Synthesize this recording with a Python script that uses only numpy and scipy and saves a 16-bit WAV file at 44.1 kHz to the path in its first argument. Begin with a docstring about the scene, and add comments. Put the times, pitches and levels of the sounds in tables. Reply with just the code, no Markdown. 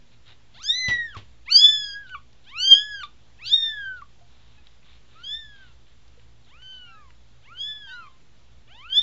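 """A very young kitten, close by in a small room, mews eight times in arching squeaks: harmonics of a
gliding pitch are weighted by a sliding throat resonance, with breath noise following their level.
A litter mate answers faintly by the same synthesis. Noise bursts tick, decaying cracks and thuds bump,
and grainy coloured noise rustles and rasps, over shaped hiss and a throbbing hum."""
import sys
import numpy as np
from scipy import signal
from scipy.fft import rfft, irfft
from scipy.io import wavfile
from scipy.ndimage import uniform_filter1d

SR = 44100
rng = np.random.default_rng(int(sys.argv[2]) if len(sys.argv) > 2 else 0)


def wav_out(sig):
    """Save sig, one row per channel (or a flat mono array), as 16-bit PCM at SR to the path in sys.argv[1]."""
    wavfile.write(sys.argv[1], SR, np.round(np.clip(np.atleast_2d(sig).T, -1, 1) * 32767).astype(np.int16))


N = 397782  # samples, about 9 s


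def amp(db):
    """Level law: 20 dB is a factor of ten in amplitude."""
    return 10 ** (np.asarray(db) / 20)


def evened(x):
    """Normalisation to an rms of one."""
    return x / np.sqrt(np.mean(x ** 2) + 1e-20)


def read(points, hz):
    """Interpolation along a logarithmic frequency axis."""
    f, value = np.transpose(points)
    return np.interp(np.log(hz + 1), np.log(f + 1), value)


def add(mix, s, sound):
    """Superposition: sounds sum where they overlap, starting at s seconds."""
    part = mix[round(s * SR):][:len(sound)]
    part += sound[:len(part)]


def coloured(x, points):
    """Linear filtering: each frequency is scaled by a curve of (Hz, dB) points."""
    gain = amp(read(points, np.fft.rfftfreq(len(x), 1 / SR)))
    return irfft(rfft(x) * gain, len(x))


def drift(size, span_s):
    """Low-pass random process: twice averaged noise of rms one varies over about span_s seconds."""
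    span = max(int(span_s * SR), 2)
    smoothed = uniform_filter1d(rng.standard_normal(size), span)
    return evened(uniform_filter1d(smoothed, span))


def bell(x, half):
    """Gaussian window: one at the centre, 1/e at a distance of half."""
    return np.exp(-(x / half) ** 2)


# Spectrum of the hiss. Each row: frequency in Hz, relative density in dB per Hz.
HISS_SPECTRUM = [(15, -4), (30, -17.5), (80, -16.5), (150, -17), (250, -23.5), (450, -25), (700, -28),
                 (1500, -31), (2500, -31.5), (3550, -29.5), (5000, -35.5), (7400, -38.5), (9000, -45.5)]


def hiss():
    """Shaped random noise: complex noise cells, weighted by a spectrum, with faint patches of level."""
    frames, hz = N // 256 + 5, np.fft.rfftfreq(1024, 1 / SR)
    real, imaginary, patches, swell = rng.standard_normal((frames, 513, 4)).T
    patches = uniform_filter1d(patches, 14, 0)  # across frequency
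    patches = evened(uniform_filter1d(patches, 12, 1))  # across time
    swell = evened(uniform_filter1d(swell[0], 20))
    level_db = read(HISS_SPECTRUM, hz)[:, None] + patches + 0.35 * swell
    cells = (real + 1j * imaginary) * amp(level_db)
    noise = signal.istft(cells, nperseg=1024, noverlap=768)[1][:N]
    return amp(-59.5) * evened(noise)


# Narrow hum lines. Each row: frequency in Hz, nominal level in dB, nominal line width in Hz.
HUM_LINES = [(60, -60, 6), (115.2, -64.5, 7.), (238, -77.5, 4.)]


def hum():
    """Narrow-band noise: slow random modulation of two quadratures broadens each line, so it throbs."""
    out, t = np.zeros(N), np.arange(N) / SR
    for line_hz, db, width_hz in HUM_LINES:
        turn = 2 * np.pi * line_hz * t
        span_s = 0.31 / width_hz
        in_phase = (0.62 + drift(N, span_s)) * np.cos(turn)
        quadrature = drift(N, span_s) * np.sin(turn)
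        out += amp(db) * (in_phase + quadrature)
    return out


# Decay of the room by frequency. Each row: frequency in Hz, time to fall by 60 dB in seconds.
ROOM_DECAY = [(500, .35), (1200, .17), (3300, .24), (7000, .15)]


def room(x):
    """Reverberation as convolution: sparse taps of random sign, each band decaying at its own rate."""
    taps = np.zeros(SR // 2)
    at = np.arange(200, len(taps) - 20, 20)
    taps[at + rng.integers(0, 20, len(at))] = rng.choice([-1., 1.], len(at))
    hz, t, z = signal.stft(taps, SR, nperseg=256)
    decay = amp(-60 * t / read(ROOM_DECAY, hz)[:, None])
    tail = signal.istft(z * decay, SR, nperseg=256)[1]
    return signal.fftconvolve(x, tail / np.linalg.norm(tail))[:N]


def puffs(rows, colour, grain_db):
    """Friction noise: fast random modulation makes noise grainy, and a tapered window swells it."""
    out = np.zeros(N)
    for s, length_s, db in rows:
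        size = round(length_s * SR)
        grains = rng.standard_normal(size) * amp(grain_db * drift(size, 0.0012))
        noise = evened(coloured(grains, colour))
        add(out, s, amp(db) * noise * signal.windows.tukey(size, .6))
    return out


# Fur and blanket rubbed. Each row: start in seconds, length in seconds, rms level in dB before the taper.
RUBS = [(0.105, 0.053, -63.5), (.245, 0.11, -53.5), (.35, 0.17, -81.5), (4.2, 0.49, -66),
        (4.6, 0.21, -68.5), (4.82, 0.19, -59), (5.05, 0.28, -62), (5.496, 0.28, -62), (5.85, 0.1, -66)]
# Colour of the rubbing. Each row: frequency in Hz, relative level in dB.
RUB_COLOUR = [(300, -34), (1000, -8), (2000, -6), (3000, -4), (3800, 0.5), (4800, -16), (7500, -31.5)]


def rustles():
    """Sliding friction: fur and blanket rub as grainy coloured noise."""
    return puffs(RUBS, RUB_COLOUR, grain_db=3)


# Knocks. Each row: start in seconds, crack level in dB, crack 60 dB decay time in seconds,
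# thud peak level in dB, thud frequency in Hz, thud 60 dB decay time in seconds.
KNOCKS = [(.883, -30, 0.21, -27, 116.7, 0.14), (1.167, -40.5, 0.19, -30, 101.3, .1),
          (4.212, -80, .05, -54, 700, .12), (6.175, -80, .05, -52, 480, .1)]


def bumps():
    """Impact excitation: a broadband crack and a low sine thud decay exponentially from one onset."""
    out, t = np.zeros(N), np.arange(SR // 4) / SR
    crack_colour = [(200, 0.5), (1500, -7.5), (3300, -1.0), (7000, -22)]  # (Hz, dB)
    for s, crack_db, crack_t60, thud_db, thud_hz, thud_t60 in KNOCKS:
        crack = evened(coloured(rng.standard_normal(len(t)), crack_colour))
        thud = np.sin(2 * np.pi * thud_hz * t)
        add(out, s, amp(crack_db - 60 * t / crack_t60) * crack)
        add(out, s, amp(thud_db - 60 * t / thud_t60) * thud)
    return out


# Lips, tongue and claws tick. Each row: start in seconds, approximate peak level in dB, centre in Hz.
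CLICKS = [(0.6305, -31, 4830), (1.1478, -31, 2150), (2.0947, -37, 3010), (2.3294, -50, 4800),
          (3.0044, -43, 3030), (3.0318, -33, 2370), (4.016, -44.5, 2370), (7.5732, -44, 3150),
          (8.0677, -45.5, 2390), (8.9, -41, 3130), (4.67, -43, 3700), (4.8295, -50, 2500),
          (6.0794, -48, 4500), (6.1959, -49, 3000), (6.622, -44, 3015), (7.105, -44, 2400)]


def ticks():
    """Transient excitation: band-centred noise bursts fall by 60 dB in 30 ms."""
    out, t = np.zeros(N), np.arange(SR // 4) / SR
    for s, peak_db, hz in CLICKS:
        colour = [(hz / 5, -20), (hz, 0), (hz * 1.6, -20)]
        burst = evened(coloured(rng.standard_normal(len(t)), colour))
        add(out, s, amp(peak_db - 7 - 60 * t / 0.03) * burst)  # rms starts 7 dB under the peak
    return out


# Faint calls of a litter mate, a list of rows for each. Each row: time in seconds, pitch in Hz,
# fundamental rms level in dB, upper harmonics over the fundamental in dB, throat peak in Hz.
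LITTER_MATE_CALLS = [
    [(4.565, 830, -85, 8.7, 2400), (4.585, 852, -67.5, 12.3, 2400), (4.625, 790, -85, 9.1, 2400)],
    [(6.845, 750, -80, 15, 3200), (6.875, 762, -70, 8.9, 3200), (6.92, 793, -65, 6.6, 1950),
     (7.0, 856, -80, 17.5, 1797), (7.055, 780, -90.5, 18, 1700)],
    [(7.87, 932, -58, -5, 4190), (7.89, 922, -61.5, 13, 4250), (7.946, 966, -61.5, 9.5, 4400),
     (8.0, 1025, -61.5, -0.5, 4200), (8.05, 1052, -58, -4, 4000), (8.18, 1040, -69, -11.5, 2211)],
]


def answers():
    """Source-filter voice: a litter mate further off calls with a less steady pitch."""
    out = np.zeros(N)
    for rows in LITTER_MATE_CALLS:
        add(out, *mew(rows, waver=.013, flutter_db=1.2, creak_db=0))
    return out


# Air rasps in the throat. Each row: start in seconds, length in seconds, rms level in dB before the taper.
THROAT_RASPS = [(1.455, 0.032, -59), (2.06, 0.037, -58), (2.435, 0.026, -62.5), (3.03, 0.036, -51),
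                (3.445, 0.076, -39), (3.96, .03, -59.5), (6.44, 0.026, -64.5), (6.71, .1, -63.5),
                (.535, 0.039, -56.5)]
# Colour of the rasping. Each row: frequency in Hz, relative level in dB.
RASP_COLOUR = [(1500, -36), (2600, -16), (3200, -5), (3800, 0), (4500, -6), (5200, -20), (7500, -32)]


def rasps():
    """Turbulence: air rasps through the kitten's throat as grainy coloured noise."""
    return puffs(THROAT_RASPS, RASP_COLOUR, grain_db=2)


# Pitch sags under strain. Each row: time in seconds, share of the pitch, half length in seconds.
PITCH_SAGS = [(1.556, .03, .012), (2.735, .025, .012)]


def sagged(hz, t):
    """Frequency modulation: the pitch sags for a moment under strain."""
    for at, share, half_s in PITCH_SAGS:
        hz = hz * (1 - share * bell(t - at, half_s))
    return hz


# Brief level changes of the voice, mostly dips. Each row: time in seconds, level change in dB.
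VOICE_BREAKS = [(0.631, -25), (0.979, -9), (2.151, -5), (2.596, -6), (3.032, -7), (4.017, -18), (5.24, 5),
                (5.58, -12), (5.69, -8), (6.612, -10.5), (8.899, -0.5)]


def broken(level_db, t):
    """Amplitude modulation: the voice level changes briefly, mostly breaking off."""
    for at, change_db in VOICE_BREAKS:
        level_db = level_db + change_db * bell(t - at, .004)
    return level_db


# Rough moments of the upper harmonics. Each row: time in seconds, half length in seconds, flicker in dB.
ROUGH_MOMENTS = [(1.49, .03, 2), (2.12, .04, 3), (2.67, .07, 3), (3.05, .03, 4), (7.95, .1, 3),
                 (5.65, .07, 3), (1.08, .08, 2)]


def roughness(t):
    """Roughness: the depth in dB of fast flicker rises and falls around each strained moment."""
    return sum(db * bell(t - at, half_s) for at, half_s, db in ROUGH_MOMENTS)


# Throat resonance with its peak at rest. 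Each row: frequency in Hz, level in dB.
THROAT_CURVE = [(1050, -8.5), (1750, -8.5), (2450, -7), (2975, -1), (3500, -1), (4025, -17), (4550, -20.5),
                (5250, -23.5), (6300, -29), (7700, -45.5)]
THROAT_REST_HZ = 3500
# The throat tunes to one harmonic. Each row: time in seconds, frequency in Hz, gain in dB,
# half length in seconds.
TUNED_SWELLS = [(0.704, 3700, 12.5, 0.018), (1.525, 4500, 9.5, 0.0076), (1.563, 4700, 11.5, 0.018),
                (1.652, 3450, 7.5, .012), (2.731, 3200, 11.8, .016), (3.544, 3650, 13, 0.019),
                (8.931, 3230, 9.5, 0.0064), (8.982, 3550, 7, 0.033)]


def throat_db(harmonic_hz, peak_hz):
    """Resonance: the response curve slides along frequency as a whole with its peak."""
    return read(THROAT_CURVE, harmonic_hz * THROAT_REST_HZ / peak_hz)


def tuned_db(harmonic_hz, t):
    """Formant tuning: harmonics near the tuned frequency swell briefly."""
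    return sum(gain_db * bell(t - at, half_s) * bell(harmonic_hz - tuned_hz, 600)
               for at, tuned_hz, gain_db, half_s in TUNED_SWELLS)


def mew(rows, waver, flutter_db, creak_db, breath_db=-38):
    """Source-filter principle: vocal fold harmonics pass the throat, and breath noise follows effort."""
    s, *columns = np.transpose(rows)
    t = np.arange(s[0], s[-1], 1 / SR)
    hz, level_db, mouth_db, peak_hz = (uniform_filter1d(np.interp(t, s, c), size=150) for c in columns)
    hz, level_db = sagged(hz, t), broken(level_db, t)
    turns = np.cumsum(hz * (1 + waver * drift(len(t), 0.014))) / SR
    slack = np.clip((1150 - hz) / 350, 0, 1)  # slack folds at low pitch creak unevenly
    rough_db = roughness(t)
    voice, power = np.zeros(len(t)), np.zeros(len(t))
    for k in range(1, 10):
        db = level_db + tuned_db(k * hz, t)
        if k > 1:
            db = db + mouth_db + creak_db * slack + throat_db(k * hz, peak_hz)
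        flicker_db = flutter_db * np.sqrt(k) + .35 * creak_db * slack
        db = db + flicker_db * drift(len(t), .006)
        if k > 2:
            db = db + rough_db * drift(len(t), .0025)
        size = amp(db)
        voice += np.sqrt(2) * size * np.sin(2 * np.pi * (k * turns + rng.random()))
        power += size ** 2
    breath_colour = [(300, -6.5), (3400, -5.5), (7500, -16.5)]  # (Hz, dB)
    breath = evened(coloured(rng.standard_normal(len(t)), breath_colour))
    voice += amp(breath_db) * np.sqrt(power) * breath
    fade = np.clip(np.minimum(t - s[0], s[-1] - t) / .003, 0, 1)
    return s[0], voice * fade


# The kitten's eight mews, a list of rows for each. Each row: time in seconds, pitch in Hz,
# fundamental rms level in dB before brief changes, mouth opening as the dB of the upper
# harmonics over the fundamental, throat peak in Hz.
KITTEN_MEWS = [
    [(0.545, 632, -65, 0.5, 3900), (0.567, 742, -64, 8.5, 4050), (0.615, 1296, -49.5, 2, 4100),
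     (0.634, 1517, -52.5, 14, 7250), (0.693, 1797, -46.5, 22, 4740), (0.755, 1995, -36, 12, 5230),
     (0.797, 2035, -35.5, 12.5, 5460), (0.849, 2014, -27, -1.5, 5470), (0.925, 1948, -22, -10, 5200),
     (0.999, 1900, -26.5, -17, 3970), (1.061, 1842, -35, -16.5, 5240), (1.125, 1595, -52, 2.5, 3220),
     (1.17, 1028, -37.5, -19, 4190)],
    [(1.452, 772, -74, 1, 4287), (1.462, 840, -64.5, 6, 3000), (1.483, 1046, -50.5, 13.5, 2200),
     (1.507, 1396, -45.5, 19.5, 4010), (1.53, 1528, -50.5, 29, 4770), (1.571, 1615, -54, 38, 5980),
     (1.627, 1714, -46.5, 35.5, 4020), (1.707, 1753, -42, 26, 4480), (1.93, 1617, -43, 7.5, 4720),
     (1.955, 1650, -35.5, -7.5, 4700), (2.02, 1660, -44, -14, 4185), (2.088, 1422, -52, -10, 3400),
     (2.1, 1545, -48.5, -7.5, 4040), (2.145, 1466, -35, -8.5, 2988), (2.151, 1178, -28.5, -7.5, 2450),
     (2.19, 1050, -60.5, -12, 4170)],
    [(2.44, 656, -79, 0, 3983), (2.47, 772, -68, 12, 3186), (2.498, 918, -66.5, 14.5, 4034),
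     (2.544, 1180, -46, 3, 2503), (2.595, 1435, -43, 21.5, 4030), (2.653, 1566, -49.5, 32.5, 4400),
     (2.715, 1611, -42, 32, 3810), (2.815, 1685, -36.5, 9.5, 4488), (2.883, 1707, -39, 0, 4690),
     (2.951, 1642, -35, -1.5, 4577), (3.0, 1551, -41, 3, 4060), (3.029, 1400, -36.5, -2.5, 3910),
     (3.035, 1197, -29, -1, 3550), (3.08, 1114, -63, -33.5, 4315)],
    [(3.37, 680, -77.5, -6.5, 3900), (3.395, 906, -65, 12, 2424), (3.428, 1255, -60, 21.5, 3130),
     (3.482, 1568, -57, 27, 4810), (3.538, 1836, -51, 30.5, 3660), (3.56, 1854, -53.5, 30, 3710),
     (3.678, 1797, -37, 13, 3580), (3.746, 1722, -37, -7.5, 3860), (3.856, 1566, -32, -13.5, 3400),
     (3.966, 1476, -40, -28, 3610), (4.016, 1310, -51.5, -12.5, 2390), (4.021, 1153, -33.5, -35.5, 3890),
     (4.05, 1180, -70, -14, 3880)],
    [(5.13, 1168, -83, 9, 3905), (5.162, 1266, -55, -6, 3540), (5.226, 1456, -52, -4.5, 4080),
     (5.245, 1572, -69, 33.5, 3990), (5.298, 1698, -55, 23.5, 3910), (5.352, 1787, -46, 16.5, 3635),
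     (5.388, 1810, -47, 6.5, 3900), (5.472, 1713, -53.5, 3.5, 4480), (5.624, 1549, -53, -9.5, 3766),
     (5.704, 1360, -67, -1.5, 2794), (5.74, 1330, -77, -10, 3490)],
    [(6.46, 568, -76, 7, 3610), (6.5, 863, -67, 2, 3860), (6.542, 1186, -59, 4, 2750),
     (6.59, 1430, -60.5, 0.5, 2990), (6.628, 1526, -61, 15.5, 3890), (6.722, 1538, -60, 19, 3542),
     (6.836, 1463, -55.5, 8.5, 2870), (6.948, 1307, -52, -5, 3740), (7.016, 1197, -55, -9.5, 2998),
     (7.104, 970, -65, -4, 2890), (7.12, 945, -78, -2.5, 4460)],
    [(7.41, 567, -80, -3.5, 4030), (7.44, 766, -75, 10.5, 3570), (7.482, 1086, -62.5, 11.5, 2490),
     (7.526, 1366, -45.5, -17.5, 2757), (7.608, 1644, -69, 40, 3750), (7.686, 1743, -47.5, 16, 3690),
     (7.798, 1710, -51, 6.5, 3530), (7.896, 1543, -46, 0, 3910), (7.938, 1478, -39, -12.5, 3920),
     (7.998, 1388, -42.5, -14, 2700), (8.07, 1164, -51.5, -6, 3000), (8.084, 1140, -47.5, -22, 3470),
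     (8.1, 1010, -82, 6, 2870)],
    [(8.675, 553, -72, 6, 3790), (8.69, 606, -68.5, 4.5, 2600), (8.714, 735, -63.5, 5, 2984),
     (8.762, 906, -60, 2.5, 3650), (8.814, 1068, -55.5, 6, 3197), (8.878, 1426, -46, 2, 2520),
     (8.9, 1514, -56.5, 17.5, 3057), (8.924, 1574, -52.5, 20.5, 3360), (8.962, 1710, -49, 27, 4030),
     (8.99, 1770, -52, 33.5, 3600), (9.02, 1845, -55, 19.5, 3800)],
]


def kitten():
    """Source-filter voice: the near kitten mews with a steady pitch that creaks when low."""
    out = np.zeros(N)
    for rows in KITTEN_MEWS:
        add(out, *mew(rows, waver=.002, flutter_db=.68, creak_db=3))
    return out


def scene():
    """Superposition: near and far sources, their reverberation and the background sum in one channel."""
    near = rustles() + bumps() + ticks() + rasps() + kitten()
    far = answers()
    reverberation = room(amp(-13.5) * near + amp(-32) * far)
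    return (near + far + reverberation + hiss() + hum())[None]


def record(dry):
    """Envelope limiting near full scale, then a small constant offset and a low-pass band limit."""
    envelope = uniform_filter1d(abs(signal.hilbert(dry)), 40)
    held = dry / np.maximum(envelope / .978, 1) + .0041
    lowpass = signal.firwin(301, 7600, window=("kaiser", 8), fs=SR)  # cutoff in Hz
    return signal.oaconvolve(held, lowpass[None], "same")


dry = scene()
out = record(dry)
wav_out(out)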